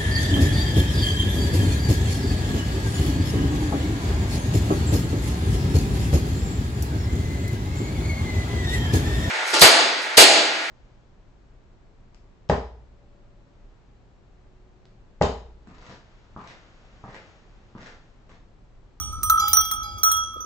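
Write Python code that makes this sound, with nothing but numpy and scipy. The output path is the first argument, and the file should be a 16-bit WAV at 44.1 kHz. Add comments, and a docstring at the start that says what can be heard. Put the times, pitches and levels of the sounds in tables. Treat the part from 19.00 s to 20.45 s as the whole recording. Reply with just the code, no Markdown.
"""An open field: a sheep walks past, the clapper clanking unevenly against its sheet-metal bell.
The bell's modes ring, some in close pairs that beat, under a short bright shimmer, and the clapper
chatters along the wall between blows. A deeper bell rings softly in the flock; trees scatter both.
Light wind rumbles, straw rustles, and there are two soft knocks."""
import sys
import numpy as np
from scipy import signal
from scipy.fft import rfft, irfft
from scipy.io import wavfile

SR = 44100
rng = np.random.default_rng(int(sys.argv[2]) if len(sys.argv) > 2 else 0)


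def put_to_file(sound):
    """Save the sound as 16-bit audio at rate SR, in the file named by the first command-line argument."""
    columns = np.atleast_2d(sound).T  # one column per channel
    safe = np.clip(columns, -1, 1)
    whole_steps = np.round(safe * 32767)
    wavfile.write(sys.argv[1], SR, whole_steps.astype(np.int16))


N = 63945


def from_db(db):
    """Decibels to gain."""
    return 10 ** (np.asarray(db) / 20)


def unit_power(x):
    """Scale to an RMS of 1."""
    return x / np.sqrt(np.mean(x ** 2) + 1e-20)


def clock():
    """Time of each sample in seconds."""
    return np.arange(N) / SR


def automation(points):
    """Straight ramps between (time_s, value) breakpoints."""
    return np.interp(clock(), *np.transpose(points))


def pan(db):
    """Stereo gains, the left louder than the right by db."""
    return from_db(np.array([[.5], [-.5]]) * db)


def drift(rate_hz):
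    """Smooth random modulation with a spread of about 1."""
    hz = np.arange(2 * N + 1) * SR / (4 * N)
    return unit_power(irfft(rfft(rng.standard_normal(4 * N)) / (1 + (hz / rate_hz) ** 2)))[:N]


# Stereo image of every noise layer: frequency_hz, left_right_correlation
NOISE_IMAGE = [(30, 0.28), (120, 0.41), (300, 0.67), (700, 0.31), (3000, 0.1), (12000, 0.034)]

def noise(spectrum, fade_above=False):
    """Unit-power stereo noise through an EQ curve, rolled off below it and optionally above."""
    hz = np.maximum(np.fft.rfftfreq(N, 1 / SR), 1)
    curves = np.array(spectrum), np.array(NOISE_IMAGE)
    level_db, alike = [np.interp(np.log(hz), np.log(c[:, 0]), c[:, 1]) for c in curves]
    gain = from_db(level_db) * np.minimum(hz / spectrum[0][0], 1) ** 2
    if fade_above:
        gain *= np.minimum(spectrum[-1][0] / hz, 1) ** 2
    mid, side = rfft(rng.standard_normal((2, N)))
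    stereo = np.sqrt(1 + alike) * mid + np.sqrt(1 - alike) * side * [[1], [-1]]
    return unit_power(irfft(gain * stereo, N))


# Tone of the wind: frequency_hz, level_db
WIND_EQ = [(13, -56.5), (22, -10), (48, 1), (70, 2), (99, -5.5), (144, -15), (350, -28.5), (431, -43),
           (600, -52), (780, -42), (1320, -120)]
# Its gusts: time_s, level_db
WIND_GUSTS = [(0.0, -32.5), (0.032, -34), (0.924, -43.5), (0.956, -35.5), (1.028, -51), (1.158, -42.5),
              (1.45, -48.5)]

def wind():
    """A low rumble that rises and falls with the gusts."""
    return from_db(automation(WIND_GUSTS)) * noise(WIND_EQ, fade_above=True)


# Tone of the straw and far hiss: frequency_hz, level_db
STRAW_EQ = [(200, 3.5), (400, -1), (800, -5), (1600, -21.5), (2600, -19.5), (6000, -13.5), (15000, -47)]

def straw(level_db=-56.5, flutter_db=3):
    """A thin hiss whose level flutters into a rustle."""
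    return from_db(level_db + flutter_db * drift(rate_hz=27)) * noise(STRAW_EQ)


# Knocks among the flock: peak_s, level_db
KNOCK_HITS = [(1.367, -41), (1.412, -46)]
# Their tone: frequency_hz, level_db
KNOCK_EQ = [(150, -31), (350, 8), (550, 4.5), (900, -26), (4000, -58)]

def knocks(width_s=0.0048):
    """Short, dull pulses of noise with a soft attack."""
    pulses = sum(from_db(db) * np.exp(-.5 * ((clock() - s) / width_s) ** 2) for s, db in KNOCK_HITS)
    return noise(KNOCK_EQ, fade_above=True) * pulses


def tree_scatter(bells, send_db=-13, t60_s=1, lowpass_hz=3920):
    """A faint, diffuse reverb from the trees, which swallow the treble."""
    tail = rng.standard_normal((2, N)) * from_db(-60 * clock() / t60_s)
    dull = signal.sosfilt(signal.butter(2, lowpass_hz, fs=SR, output="sos"), bells)
    return from_db(send_db) * signal.fftconvolve(dull, unit_power(tail) / np.sqrt(N), axes=1)[:, :N]


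# How much earlier the ring reaches the left ear: time_s, lead_ms
LEFT_LEAD = [(0, 0.065), (0.4, 0.18), (1.1, 0.2573)]
SWING_DB, SWING_RADIANS, SWING_RATE_HZ = 2, 0.39, 11.9   # the swinging bell makes each mode waver

def bell_mode(starts, blow_db, hz, t60_s, pan_db, attack_s, choked_db=0):
    """Each blow adds energy and shifts the phase; the ring swells, then dies freely or is choked."""
    t = clock()
    loss_db = 60 * t / t60_s + choked_db
    kicks = from_db(blow_db + 60 * np.minimum(starts, 0) / t60_s)   # blows before 0 s have decayed
    height = np.full(N, 1e-9)
    phase = rng.uniform(0, 2 * np.pi) + SWING_RADIANS * drift(SWING_RATE_HZ)
    for i, kick in zip((np.maximum(starts, 0) * SR).astype(int), kicks):
        phase[i:] += np.arctan2(kick, height[i])
        height[i:] = np.hypot(kick, height[i]) * from_db(loss_db[i] - loss_db[i:])
    ring = height * np.exp(1j * phase)
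    lag = np.exp(-1 / (attack_s * SR))
    ring = signal.lfilter([1 - lag], [1, -lag], ring, zi=[lag * ring[0]])[0]
    ring *= from_db(SWING_DB * drift(SWING_RATE_HZ))
    ear_time = np.array([t + automation(LEFT_LEAD) / 1000, t])
    return pan(pan_db) * np.imag(ring * np.exp(2j * np.pi * hz * ear_time))


# Blows on the deeper bell: start_s, level_db
DEEP_HITS = [(-0.1, -42), (0.398, -27.5), (0.485, -46), (0.83, -38)]
# Its modes: pitch_hz
DEEP_PITCHES = [827, 2289, 3337, 4075, 4891, 6126, 6834, 11047, 11610]
# How each rings: level_db, t60_s, pan_db, attack_s
DEEP_RINGS = [(-7, 1.04, -6, 0.016), (-20.5, 1.75, -11, 0.0037), (-9.5, 2.88, -2, 0.0022),
              (-7.5, 0.24, -12, 0.0011), (-2.5, 0.79, -5.5, 0.0027), (0.5, 0.058, 20, 0.00067),
              (-9.5, 0.71, -5, 0.00077), (-14.5, 0.1, 18.5, .001), (-16, 0.15, -37, 0.0012)]

def deep_bell():
    """A deeper bell in the flock, nudged gently."""
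    starts, blow_db = np.transpose(DEEP_HITS)
    return sum(bell_mode(starts, blow_db + db, hz, t60_s, pan_db, attack_s)
               for hz, (db, t60_s, pan_db, attack_s) in zip(DEEP_PITCHES, DEEP_RINGS))


# Fader ride of the chatter: time_s, level_db
CHATTER_FADER = [(0, -45), (0.2, -71.5), (0.27, -53), (0.40, -43), (0.5, -41), (0.62, -43.5), (0.72, -53),
                 (0.82, -60), (1.02, -67), (1.06, -43.5), (1.16, -52), (1.22, -86)]
# Bands of weak modes that it stirs: edge_hz, other_edge_hz, level_db
CHATTER_BANDS = [(3086, 3100, 0), (3943, 2800, -1.5), (5600, 6100, -2), (8810, 11000, -9.5),
                 (9700, 9800, -24), (12560, 6400, -8.5), (13300, 15600, 1.5)]
SHIMMER_PAN_DB = -6.5   # chatter and shimmer sit to the right

def clapper_chatter(modes_per_band=6, touches_per_s=260, t60_s=0.066, spread_db=4.5):
    """Tiny random touches of the clapper along the wall ring clusters of weak modes."""
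    t = clock()[:SR // 8]
    ring = 0
    for edge_hz, other_edge_hz, db in CHATTER_BANDS:
        for place, left, right in rng.random((modes_per_band, 3)):
            hz = edge_hz + place * (other_edge_hz - edge_hz)
            ring += from_db(db) * np.sin(2 * np.pi * (hz * t + np.array([[left], [right]])))
    ring = unit_power(ring * from_db(-60 * t / t60_s)) / np.sqrt(len(t))
    contacts = rng.random(N) < touches_per_s / SR
    touches = unit_power(contacts * from_db(spread_db * rng.standard_normal(N)))
    touches *= from_db(automation(CHATTER_FADER))
    return pan(SHIMMER_PAN_DB) * signal.fftconvolve([touches], ring, axes=1)[:, :N]


def bursts(since_s, level_db, t60_s):
    """Summed envelopes, one per blow: instant attack, exponential decay."""
    return from_db(level_db) @ ((since_s >= 0) * from_db(-60 * np.abs(since_s) / t60_s))


# Clapper blows: start_s, drive_db for each of the seven main modes, shimmer_db,
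# bright_spot_hz, choke_db (sign ignored)
CLAPPER_HITS = [ (-0.005, -35.5, -40.5, -43.5, -30, -36, -32, -37, -45, 14900, 2),
                (0.124, -37, -34, -52.5, -50, -39.5, -54.5, -58, -57, 13200, -0.5),
                (0.2318, -22.5, -38.5, -41, -29.5, -46, -23, -29, -30.5, 12250, -1.5),
                (0.2981, -19, -13, -36.5, -38, -34, -26, -23, -23, 12900, 1),
                (0.3758, -17, -19, -33, -28, -44, -53, -48, -54, 13300, 0.5),
                (0.394, -28, -62, -58.5, -40, -46, -50, -46, -43, 13900, 3.5),
                (0.4812, -48, -61, -50, -60, -48, -43, -36, -31, 14400, 6),
                (0.5315, -36.5, -17.5, -42.5, -14.5, -30, -29, -15, -22, 13550, 2.5),
                (0.5692, -24, -14, -26, -10, -21, -47, -55, -25, 12700, 4.5),
                (0.6104, -33.5, -39, -20, -38, -29, -44, -26, -35, 14100, 9.5),
                (0.651, -46.5, -46.5, -28, -52, -46, -49, -35, -40.5, 12800, 1.5),
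                (0.7125, -30, -17, -32, -28, -42, -44, -34, -32, 13800, 1.5),
                (0.7365, -23.5, -41, -33, -30.5, -37, -49, -35.5, -45, 14800, 6.5),
                (0.9815, -36.5, -69, -52, -63, -39, -62, -50, -54, 13100, 0.5),
                (1.033, -53, -14, -31, -15, -36, -24.5, -22.5, -26, 14950, 2.5),
                (1.1149, -38.5, -19, -20, -22, -44, -46, -20.5, -30, 11950, 2),
                (1.1662, -43, -49, -35, -29.5, -59, -45.5, -39.5, -39.5, 14700, 1.5),
                (1.2333, -40, -72, -31, -53, -28.5, -47, -39, -62, 14040, 5.5),
                (1.337, -30, -44, -68, -61, -53, -85, -71, -65.5, 14040, 2),
                (1.4045, -39.5, -39.5, -54, -79, -33, -63, -50.5, -58, 13300, -1.5)]
# The near bell's main modes: pitch_hz
MAIN_PITCHES = [1253.2, 1305.8, 3304, 5887, 5970, 8804, 9043]
# How each rings: level_db, t60_s, pan_db, attack_s
MAIN_RINGS = [(0, 1, -1, 0.0013), (0, 1, -0.5, 0.00057), (0, 0.66, -4, 0.0069), (0, 0.55, -4, 0.00038),
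              (0, 0.24, -9.5, 0.0015), (0, 0.47, -6.5, 0.00058), (0, 0.28, -5, 0.00059)]
# Its high modes: pitch_hz
SHIMMER_PITCHES = [4005, 7860, 11946, 12120, 12925, 13270, 13770, 14093, 14244, 14466, 14772, 15202, 15703]
# How each rings: level_db, t60_s
SHIMMER_RINGS = [(-9, 0.061), (-29.5, 0.14), (1, 0.094), (1, 0.063), (-11, 0.19), (-10, 0.11), (-1, 0.054),
                 (-0.5, .13), (-9, 0.06), (-15, 0.08), (-8.5, 0.1), (-5.5, 0.19), (-14, .12)]
# The crack of dense, quickly dying modes: frequency_hz, level_db
CRACK_EQ = [(900, -35.5), (1200, -35), (1800, -1.5), (2600, -17.5), (3900, -2), (5000, -8), (6200, 11.5),
            (7600, -11), (9000, -10.5), (10500, -7), (12200, 4), (15500, 4.5), (16500, -15)]
# The dull clunk of a blow: frequency_hz, level_db
CLUNK_EQ = [(850, -12.5), (1100, 5.5), (1400, -3.5), (2000, -20), (2700, -24.5), (4200, -2), (6000, -41.5)]
CHOKE_S, RADIATES_ABOVE_HZ = 0.013, 1007   # the clapper stays on the wall for CHOKE_S
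SPOT_DB, SPOT_WIDTH_HZ, SCATTER_DB = 8.5, 500, 4.5   # each blow colours the shimmer differently
CRACK_DB, CLUNK_DB = 5.5, -17   # relative to the drive of the shimmer and of the second mode

def near_bell():
    """Where the clapper lands sets each mode's share; every blow opens with a crack and a clunk."""
    starts, *drives_db, shimmer_db, spot_hz, choke_db = np.transpose(CLAPPER_HITS)
    since_s = clock() - starts[:, None]
    choked_db = np.abs(choke_db) @ np.clip(since_s / CHOKE_S, 0, 1)
    bell = 0
    for drive_db, hz, (db, t60_s, pan_db, attack_s) in zip(drives_db, MAIN_PITCHES, MAIN_RINGS):
        bell += bell_mode(starts, drive_db + db, hz, t60_s, pan_db, attack_s, choked_db)
    for hz, (db, t60_s) in zip(SHIMMER_PITCHES, SHIMMER_RINGS):
        boost_db = SPOT_DB * np.exp(-.5 * ((hz - spot_hz) / SPOT_WIDTH_HZ) ** 2)
        blow_db = shimmer_db + db + boost_db + rng.normal(0, SCATTER_DB, len(starts))
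        bell += bell_mode(starts, blow_db, hz, t60_s, SHIMMER_PAN_DB, attack_s=0.0004)
    crack = pan(db=-1) * bursts(since_s, shimmer_db + CRACK_DB, t60_s=0.048) * noise(CRACK_EQ)
    clunk = bursts(since_s, drives_db[1] + CLUNK_DB, t60_s=0.036) * noise(CLUNK_EQ, fade_above=True)
    low_cut = signal.butter(6, RADIATES_ABOVE_HZ, "high", fs=SR, output="sos")
    return signal.sosfilt(low_cut, bell + crack + clunk)


def scene():
    """Both bells and their reverb over the bed of field sounds."""
    bells = near_bell() + clapper_chatter() + deep_bell()
    return bells + tree_scatter(bells) + knocks() + wind() + straw()


def record(dry):
    """A steep high cut takes off the very top."""
    cutoff_hz = 16400
    return signal.sosfilt(signal.ellip(10, .1, 80, cutoff_hz, fs=SR, output="sos"), dry)


dry = scene()
out = record(dry)
put_to_file(out)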